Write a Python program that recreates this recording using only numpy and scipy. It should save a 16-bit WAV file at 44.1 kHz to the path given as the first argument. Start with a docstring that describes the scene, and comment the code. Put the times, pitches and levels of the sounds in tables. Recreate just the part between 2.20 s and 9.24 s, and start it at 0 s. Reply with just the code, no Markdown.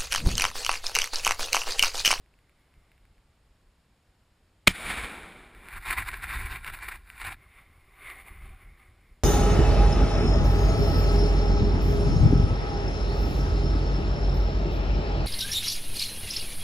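"""Low rumble, faint rustles and small ticks, then a gunshot with echoes, rubbing cloth and more rustling.
A muzzleloader is fired from a tree stand over a snowy clearing, near a microphone in a closed plastic case.
The shot is overloaded noise plus a pressure snap and a thump; trees scatter it back as dense clicks.
Cloth on the case and cloth in the air are clicks too, coloured by the hollow case; ticks are cracks with a ring.
Shaking of the mount is low noise that swells at each jolt, and soft hiss lies under it all."""
import sys
import numpy as np
from scipy import signal
from scipy.fft import rfft, irfft, next_fast_len
from scipy.io import wavfile
from scipy.ndimage import uniform_filter1d, map_coordinates

SR = 44100
rng = np.random.default_rng(int(sys.argv[2]) if len(sys.argv) > 2 else 0)


def to_wav(sig):
    """Store sig (one row per channel, or 1-D mono) as 16-bit WAV at the path in sys.argv[1].

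    Samples outside -1..1 are clipped; the rate is SR.
    """
    pcm = np.clip(np.atleast_2d(sig), -1, 1) * 32767
    pcm = np.round(pcm).astype(np.int16)
    wavfile.write(sys.argv[1], SR, pcm.T)  # frames by channels


N = 310287   # length in samples, about 7 s

# Tables named _COLOUR, and the two hiss spectra, give the tone of a noise; its loudness is set elsewhere.
# Each row of those: frequency in Hz, relative level in dB per Hz.

# Wind and sway on the mount, before its random lumps. Each row: time in seconds, level in dB.
RUMBLE_LEVEL = [(0.0, -64.5), (0.4, -66), (1.2, -64.5), (1.9, -69.5), (2.3, -66), (2.6, -60), (3.1, -58.5),
                (3.5, -53.5), (4.1, -47), (4.4, -54.5), (4.9, -56), (5.5, -56), (5.7, -60), (6.2, -51.5),
                (6.6, -61), (7.04, -59)]
RUMBLE_COLOUR = [(8.8, -34.5), (15, -6), (38, 2.5), (60, 0), (85, -7), (199, -23), (339, -29), (400, -26),
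                 (520, -62), (880, -120)]
LUMPS_DB, LUMPS_PER_S = 3, 21   # spread and speed of the random lumps
# Jolts of the mount. Each row: peak time in seconds, rms level in dB,
# seconds to rise or fall 20 dB before the tip is rounded.
JOLTS = [(0.57, -53, .06), (0.91, -56, .04), (2.515, -41, .05), (2.68, -39, .06), (2.77, -40, .08),
         (2.84, -41, .04), (3.0, -53, .06), (3.56, -44, .05), (3.71, -41, .07), (3.8, -37, .08),
         (3.91, -43, .08), (4.06, -41.5, .08), (4.18, -35, .1), (4.23, -35, .07), (4.33, -37.5, .1),
         (4.51, -42, .1), (4.67, -43, .05), (4.76, -48, .05), (5.04, -45, .05), (5.09, -42, .07),
         (6.25, -42.5, .06), (6.315, -44, .08), (6.48, -47, .09), (6.69, -53, .08)]
# Jolts are fuller than wind here. Each row: centre in Hz, width in Hz, boost in dB.
JOLT_BODY = [(96, 190, 2)]
CREST_DB = 4   # how far the tip of each swell is rounded off

# Clothing rustling through the air. 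Each row: time in seconds, level around 2 kHz in dB.
RUSTLE_LEVEL = [(0.0, -90), (0.4, -76), (0.83, -78), (1.1, -96), (5.13, -93), (5.17, -65.5), (5.236, -60),
                (5.282, -64.5), (5.392, -54.5), (5.438, -63), (5.604, -67), (5.75, -60.5), (5.852, -45),
                (5.91, -43.5), (5.946, -50.5), (6.008, -46.5), (6.04, -59), (6.084, -46.5), (6.1, -54),
                (6.2, -56), (6.26, -54.5), (6.38, -61.5), (6.425, -57.5), (6.46, -64), (6.568, -66.5),
                (6.598, -58.5), (6.734, -69.5), (6.926, -71), (7.03, -84.5)]
RUSTLE_COLOUR = [(150, -46), (250, -19.5), (385, -12), (466, -21.5), (781, -12), (867, -19), (1050, -7),
                 (1790, -10), (2160, -5), (6000, -40.5), (9560, -25), (12000, -35.5), (14500, -19.5),
                 (15500, -37)]
# The hollow case as airborne sound excites it. Each row: centre in Hz, width in Hz, boost (or cut) in dB.
CASE_AIRBORNE = [(387, 60, 3), (786, 70, 6), (1170, 130, 3), (1360, 89, 0.5), (2120, 620, 8.5),
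                 (2660, 140, -3), (3620, 200, 8.5), (4400, 220, 7), (8400, 120, 2.5), (9860, 420, 13.5),
                 (14230, 360, 4.5)]
RUSTLE_TREBLE_DB = 1.9   # change per octave going up from 2 kHz
# Bass change per octave going down from 2 kHz, at the loud level; each dB fainter adds the last value
RUSTLE_BASS_DB, RUSTLE_LOUD_DB, BASS_GAIN_PER_DB = 0.43, -45.5, 0.1019

# Small ticks on the case. Each row: time in seconds, crack peak in dB, ring in dB against that peak.
TICKS = [(0.061, -56, -9), (0.1397, -56.5, -1), (0.189, -54, -11), (0.295, -51.5, -19), (0.54, -53, -10),
         (0.7171, -49.5, -9), (0.779, -56.5, -11), (0.853, -52, -17), (0.9805, -57.5, -8),
         (3.3489, -41.5, -11.5), (3.486, -30, -14), (3.687, -32, -29), (3.709, -16.5, -30),
         (3.731, -23, -26), (3.8878, -30, -8), (3.916, -28, -11), (4.032, -32, -11), (4.097, -37, -1.5),
         (4.3136, -35, -19), (4.4459, -25.5, -8.5), (4.4653, -30.5, -9), (4.4772, -24, -19),
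         (4.5456, -32, -17), (4.6872, -28, -21), (4.719, -48, -17), (4.876, -46, -10), (4.901, -31.5, -7),
         (5.9005, -31, -6.5)]
TICK_RING_HZ, TICK_RING_T60_S = 2720, .009   # middle pitch; time to fade by 60 dB
TICK_RING_SPREAD = 0.049   # greatest share by which the pitch strays up or down
# Ticks hardly wake the low modes. Each row: centre in Hz, width in Hz, change in dB.
TICK_THIN = [(900, 1400, -8.5)]
# Air modes of the hollow case. Each row: centre in Hz, width in Hz, boost in dB.
CASE_MODES = [(370, 38, 3.5), (773, 76, 6), (1060, 90, 4.5), (1370, 120, 5.5), (1590, 430, 6.5),
              (1960, 200, 3), (2370, 170, 5.5), (2764, 110, 4), (3650, 340, 7.5), (7660, 150, 7.5),
              (8350, 250, 4), (9805, 160, 10.5), (13800, 2200, 8)]

# Muzzle blast. Each row: time in seconds, level in dB before overload.
BLAST_LEVEL = [(2.4685, -41), (2.4722, -25.5), (2.4736, 2.5), (2.4808, -6.5), (2.4832, -31.5),
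               (2.4870, -32), (2.4980, -32.5), (2.5100, -36), (2.5300, -51)]
BLAST_COLOUR = [(150, -43), (250, -11), (624, -20), (1760, -8), (2400, -2.5), (2660, -15), (3110, -10),
                (6000, -22.5), (9890, -20), (12000, -55.5), (14000, -23.5), (14700, -17.5), (15500, -48.5)]
# The case rings with the blast. Each row: centre in Hz, width in Hz, boost in dB.
BLAST_RING = [(2380, 200, 0), (3050, 250, 2.5)]
# Suction after the blast, one row: start in seconds, end in seconds, depth in dB before it eases back, time
# constant of the settling in seconds.
SUCTION = (2.4770, 2.4816, -10.7, .0045)
GROUND_LAG_S, GROUND_DB = .0265, -15.0   # the ground's copy of the snap: delay and relative level
THUMP_S, THUMP_HZ = 2.4765, 181   # the blast knocks the case: start and pitch
THUMP_DB, THUMP_T60_S = -23.5, 0.11   # starting level; time to fade by 60 dB
BLAST_LIMIT = .46   # the overloaded blast noise cannot swing past this

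# Echoes of the woods. Each row: time in seconds, level around 2 kHz in dB, treble change in dB per octave
# going up from 2 kHz, bass change in dB per octave going down from it.
ECHO_LEVEL = [(2.51, -55, 9, -4), (2.526, -44.5, 1.2, -4), (2.606, -39, 2, 0.5), (2.696, -33, 0.8, -2),
              (2.984, -44.5, 0.1, 1.7), (3.34, -58.5, -0.2, 3.5), (3.5, -57, -1.5, 3.3)]
ECHO_COLOUR = [(47, -33), (80, -4), (130, -11.5), (181, -3), (594, -7.5), (2000, -5), (2280, 0.5),
               (2720, -11), (3700, -12), (5880, -29), (9760, -17), (11100, -22), (11900, -39), (14200, -23),
               (15500, -42.5)]
# Nearer trees answer as distinct slaps. Each row: peak time in seconds, level around 2 kHz in dB,
# seconds to rise 20 dB, seconds to fall 20 dB, both before the tip is rounded.
SLAPS = [(2.552, -40, .02, .04), (2.704, -29, .02, .04), (2.778, -33, .02, .05), (2.845, -36, .03, .03)]

# Light contact of the cloth with the case. 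Each row: time in seconds, level in dB.
CONTACT_LEVEL = [(3.35, -64), (3.5, -48.5), (3.6, -57), (3.8, -52), (4.2, -42), (4.42, -73), (4.7, -52),
                 (4.83, -65), (4.88, -57), (4.97, -50.5), (5.13, -46), (5.16, -72)]
# Slips of the cloth. Each row: peak time in seconds, rms level in dB,
# seconds to rise 20 dB, seconds to fall 20 dB, both before the tip is rounded.
SLIPS = [(3.536, -42.5, 0.012, 0.012), (3.58, -39.0, 0.079, 0.014), (3.632, -44.0, 0.036, 0.063),
         (3.66, -34.5, 0.016, 0.114), (3.688, -32.0, 0.024, 0.012), (3.708, -24.5, 0.012, 0.024),
         (3.729, -28.0, 0.012, 0.022), (3.781, -27.5, 0.015, 0.041), (3.817, -36.5, 0.015, 0.037),
         (3.876, -36.5, 0.027, 0.034), (3.888, -31.5, 0.012, 0.012), (3.915, -41.0, 0.012, 0.012),
         (3.94, -37.5, 0.021, 0.031), (3.974, -42.5, 0.012, 0.025), (4.041, -35.0, 0.029, 0.022),
         (4.106, -36.0, 0.056, 0.012), (4.145, -33.0, 0.054, 0.065), (4.204, -36.5, 0.025, 0.069),
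         (4.262, -35.5, 0.016, 0.039), (4.322, -36.5, 0.044, 0.055), (4.355, -38.0, 0.012, 0.048),
         (4.48, -37.5, 0.047, 0.023), (4.502, -39.5, 0.084, 0.012), (4.545, -36.0, 0.032, 0.024),
         (4.563, -47.5, 0.012, 0.173), (4.628, -37.0, 0.018, 0.069), (4.688, -32.5, 0.012, 0.012),
         (4.72, -37.5, 0.013, 0.018), (4.756, -45.0, 0.12, 0.026), (5.019, -37.0, 0.032, 0.02),
         (5.05, -38.5, 0.021, 0.05), (5.086, -36.5, 0.071, 0.032), (5.122, -37.0, 0.031, 0.021)]
RUB_COLOUR = [(120, -54.5), (200, -27), (345, -14.5), (506, -22), (1050, -3), (1210, -8), (2250, -0.5),
              (3180, -17), (4410, -16), (6020, -31), (9660, -16.5), (10800, -15.5), (11800, -49.5),
              (14200, -16), (15500, -39)]
RUB_TREBLE_DB, RUB_BASS_DB = 0.33, 0.72   # changes per octave going up and down from 2 kHz, firm touch
LIGHT_TOUCH_DB, BRIGHTER_PER_DB = -43, 0.05   # below this level the rub thins and brightens

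# Narrow dips in the treble near 6 and 12 kHz. Each row: centre in Hz, width in Hz, change in dB.
TREBLE_DIPS = [(5973, 390, -10), (12240, 1500, -24)]
# The same two dips, partly filled, in the hiss. Each row: centre in Hz, width in Hz, change in dB.
HISS_DIPS = [(6040, 560, -11), (12300, 1300, -10)]
# The microphone's own noise. Each row: frequency in Hz, relative level in dB per Hz.
MIC_HISS = [(35, -34), (60, -8.5), (85, 0.5), (107, -2), (385, -11.5), (423, -13.5), (464, -11.5),
            (1100, -16), (2250, -19), (15500, -33.5)]
MIC_HISS_DB = -68.5
# Faint wide hiss, opposite in the two channels. Each row: frequency in Hz, relative level in dB per Hz.
WIDE_HISS = [(59, -32), (100, -0.5), (4040, -3.5), (5400, -4), (6060, -24), (6800, -6), (8410, -8),
             (10000, -24), (13000, -55), (22000, -120)]
WIDE_HISS_DB = -82.5   # greatest level; it is quieter where treble is loud
CEILING, CUTOFF_HZ = .58, 15950   # clipping level; top of the treble


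def amp(db):
    """Turn dB into a gain."""
    return 10 ** (np.asarray(db) / 20)


def rms_one(x):
    """Scale to an rms (average strength) of 1."""
    return x / np.sqrt(np.mean(x ** 2) + 1e-20)


def in_time(rows):
    """Give each column of a timed table at every sample; the level drops to -110 dB outside the table."""
    first, last = rows[0], rows[-1]
    before = (first[0] - .004, -110, *first[2:])
    after = (last[0] + .03, -110, *last[2:])
    s, *columns = np.transpose([before, *rows, after])
    return [np.interp(np.arange(N) / SR, s, c) for c in columns]


def colour(x, spectrum, bumps=(), order=2):
    """Filter to a spectrum plus bumps, with no sound ahead of time; a higher order squares the bumps."""
    size = 8192
    hz = np.arange(size // 2 + 1) * SR / size
    table_hz, table_db = np.array(spectrum).T
    db = np.interp(np.log(hz + 1), np.log(table_hz), table_db)
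    for centre_hz, width_hz, bump_db in bumps:
        db = db + bump_db / (1 + (2 * (hz - centre_hz) / width_hz) ** order)
    # Folding the cepstrum forward gives the minimum-phase filter
    cepstrum = irfft(db * np.log(10) / 20)
    cepstrum[1:size // 2] *= 2
    cepstrum[size // 2 + 1:] = 0
    response = irfft(np.exp(rfft(cepstrum)))
    return signal.fftconvolve(x, response)[:len(x)]


def drift(rate):
    """Smooth random wandering with a spread near 1 and about rate changes a second."""
    knots = rng.standard_normal(4000)
    return map_coordinates(knots, [np.arange(N) / SR * rate * 2], order=3, mode="wrap")


def tilted(x, treble_db, bass_db, patchy_db, rate):
    """Tilt half-octave bands above and below 2 kHz by dB per octave, and let each flicker by itself."""
    size = next_fast_len(N)
    spectrum = rfft(x, size)
    hz = (np.arange(size // 2 + 1) + 1) * SR / size
    step = np.clip(2 * np.log2(hz / 2000), -5, 5)   # half octaves from 2 kHz
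    out = np.zeros(N)
    for k in range(-5, 6):
        share = np.cos(np.pi / 2 * np.clip(step - k, -1, 1)) ** 2
        band = irfft(spectrum * share, size)[:N]
        slope_db = treble_db if k > 0 else bass_db
        out += band * amp(slope_db * abs(k) / 2 + patchy_db * drift(rate))
    return out


def grains(per_s, spread_db):
    """Random clicks of very uneven size, up or down."""
    sizes = amp(spread_db * np.minimum(rng.exponential(1, N), 5))
    signs = rng.choice([-1, 1], N)
    return sizes * signs * (rng.random(N) < per_s / SR)


def swells(base, rows):
    """Add, in power, round-topped swells whose sides rise and fall at a nearly steady rate in dB."""
    power = base ** 2
    for s, peak_db, rise_s, fall_s in rows:
        i = slice(max(int((s - .4) * SR), 0), int((s + .4) * SR))
        t = np.arange(N)[i] / SR - s
        down_db = 20 * np.where(t < 0, -t / max(rise_s, .004), t / max(fall_s, .004))
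        power[i] += amp(peak_db + CREST_DB - np.hypot(down_db, CREST_DB)) ** 2
    return np.sqrt(power)


def rumble():
    """Wind and sway shake the microphone as lumpy low noise, with a fuller swell at each jolt."""
    wind = rms_one(colour(rng.standard_normal(N), RUMBLE_COLOUR))
    shake = rms_one(colour(rng.standard_normal(N), RUMBLE_COLOUR, JOLT_BODY))
    jolts = swells(np.zeros(N), [(s, db, width_s, width_s) for s, db, width_s in JOLTS])
    wind_db = in_time(RUMBLE_LEVEL)[0] + LUMPS_DB * drift(LUMPS_PER_S)
    return amp(wind_db) * wind + jolts * shake


def mic_hiss():
    """The microphone's own steady noise, with the treble dips partly filled."""
    return amp(MIC_HISS_DB) * rms_one(colour(rng.standard_normal(N), MIC_HISS, HISS_DIPS, order=4))


def wide_hiss(dry):
    """Faint hiss, opposite in the two channels so it sounds wide, quieter where treble is loud."""
    steps = np.diff(dry[0], prepend=0)   # sample-to-sample change, so treble counts most
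    loudness = np.sqrt(uniform_filter1d(steps ** 2, size=3000) + 1e-20)
    hiss = amp(WIDE_HISS_DB) * rms_one(colour(rng.standard_normal(N), WIDE_HISS))
    return hiss / (1 + (loudness / amp(-67.0)) ** 2) * [[1], [-1]]


def rustle():
    """Fabric fibres make soft, nearly smooth noise through the air; fainter rustle is fuller in the bass."""
    level_db, = in_time(RUSTLE_LEVEL)
    bass_db = RUSTLE_BASS_DB + BASS_GAIN_PER_DB * (RUSTLE_LOUD_DB - level_db)
    fabric = rms_one(colour(grains(14000, spread_db=2.5), RUSTLE_COLOUR, CASE_AIRBORNE))
    flickering = tilted(fabric, RUSTLE_TREBLE_DB, bass_db, patchy_db=1.5, rate=7.6)
    return amp(level_db + 0.45 * drift(30)) * flickering


def ticks():
    """Each tick is a few close cracks that wake the case, plus a short bright ring of the part that moved."""
    rings, cracks = np.zeros(N), np.zeros(N)
    t = np.arange(400) / SR
    chance = rng.random((len(TICKS), 4))
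    for (s, peak_db, ring_db), (detune, *lags) in zip(TICKS, chance):
        i = round(s * SR) + 12
        ring_hz = TICK_RING_HZ * (1 + TICK_RING_SPREAD * (2 * detune - 1))
        fade = amp(peak_db + ring_db - 60 * t / TICK_RING_T60_S)
        rings[i:i + len(t)] += fade * np.sin(2 * np.pi * ring_hz * t)
        cracks[i] = amp(peak_db)
        # Up to three weaker cracks follow within 3 ms
        later = i + 9 + (np.array(lags) * 110).astype(int)
        cracks[later] = amp(peak_db - 17.0) * np.array([-1, 1, -1])
    response = colour(np.eye(1, 2000)[0], RUB_COLOUR, CASE_MODES + TICK_THIN)
    return rings + signal.fftconvolve(cracks, response / np.abs(response).max())[:N]


def shot():
    """Overloaded gas noise rides on suction that builds and snaps back; the ground returns the snap."""
    t = np.arange(N) / SR
    noise = rms_one(colour(rng.standard_normal(N), BLAST_COLOUR, BLAST_RING))
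    blast = noise * amp(in_time(BLAST_LEVEL)[0])
    overloaded = BLAST_LIMIT * np.tanh(blast / BLAST_LIMIT)

    start, end, suction_db, settle_s = SUCTION
    suction = -amp(suction_db) * (t - start) / (end - start) * (t > start) * (t < end)
    settle = np.exp(-1 / (settle_s * SR))   # the pressure overshoots as it returns, then fades
    snap = signal.lfilter([1, -1], [1, -settle], uniform_filter1d(suction, size=50))
    ground = amp(GROUND_DB) * np.roll(snap, round(GROUND_LAG_S * SR))

    after = np.maximum(t - THUMP_S, 0)
    thump = amp(THUMP_DB - 60 * after / THUMP_T60_S) * np.sin(2 * np.pi * THUMP_HZ * after)
    return overloaded + snap + ground + thump


def woods():
    """Countless trunks scatter the shot back, duller from afar; sound from all sides blurs the case modes."""
    level_db, treble_db, bass_db = in_time(ECHO_LEVEL)
    blurred = [(hz, 1.6 * width_hz, .45 * boost_db) for hz, width_hz, boost_db in CASE_MODES]
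    scatter = rms_one(colour(grains(9000, spread_db=2.5), ECHO_COLOUR, blurred))
    return swells(amp(level_db), SLAPS) * tilted(scatter, treble_db, bass_db, patchy_db=0.0, rate=35)


def cloth():
    """Fibres catch and let go: dense grains and sparse snaps in a light contact, with slips that swell and die."""
    level = swells(amp(in_time(CONTACT_LEVEL)[0]), SLIPS)
    thin_db = BRIGHTER_PER_DB * np.clip(LIGHT_TOUCH_DB - 20 * np.log10(level), 0, 20)
    dense = rms_one(grains(7000, spread_db=2.5))
    sparse = rms_one(grains(600, spread_db=3.5))
    catches = colour(dense + amp(-7.0) * sparse, RUB_COLOUR, CASE_MODES)
    rub = tilted(catches, RUB_TREBLE_DB + thin_db, RUB_BASS_DB - thin_db, patchy_db=1.67, rate=18)
    return level * amp(0.71 * drift(70)) * rms_one(rub)


def scene():
    """All the sounds share the treble dips; the microphone adds hiss and feeds both channels."""
    outside = rumble() + rustle() + ticks() + shot() + woods() + cloth()
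    nearly_flat = [(20, 0.0028), (20000, 0.0042)]
    dipped = colour(outside, nearly_flat, TREBLE_DIPS, order=4)
    capsule = dipped + mic_hiss()
    return np.array([capsule, capsule])


def record(dry):
    """Add the wide hiss, clip the peaks, then cut the top treble."""
    clipped = np.clip(dry + wide_hiss(dry), -CEILING, CEILING)
    top_cut = signal.cheby2(12, 70, CUTOFF_HZ, fs=SR, output="sos")
    return signal.sosfilt(top_cut, clipped)


dry = scene()
out = record(dry)
to_wav(out)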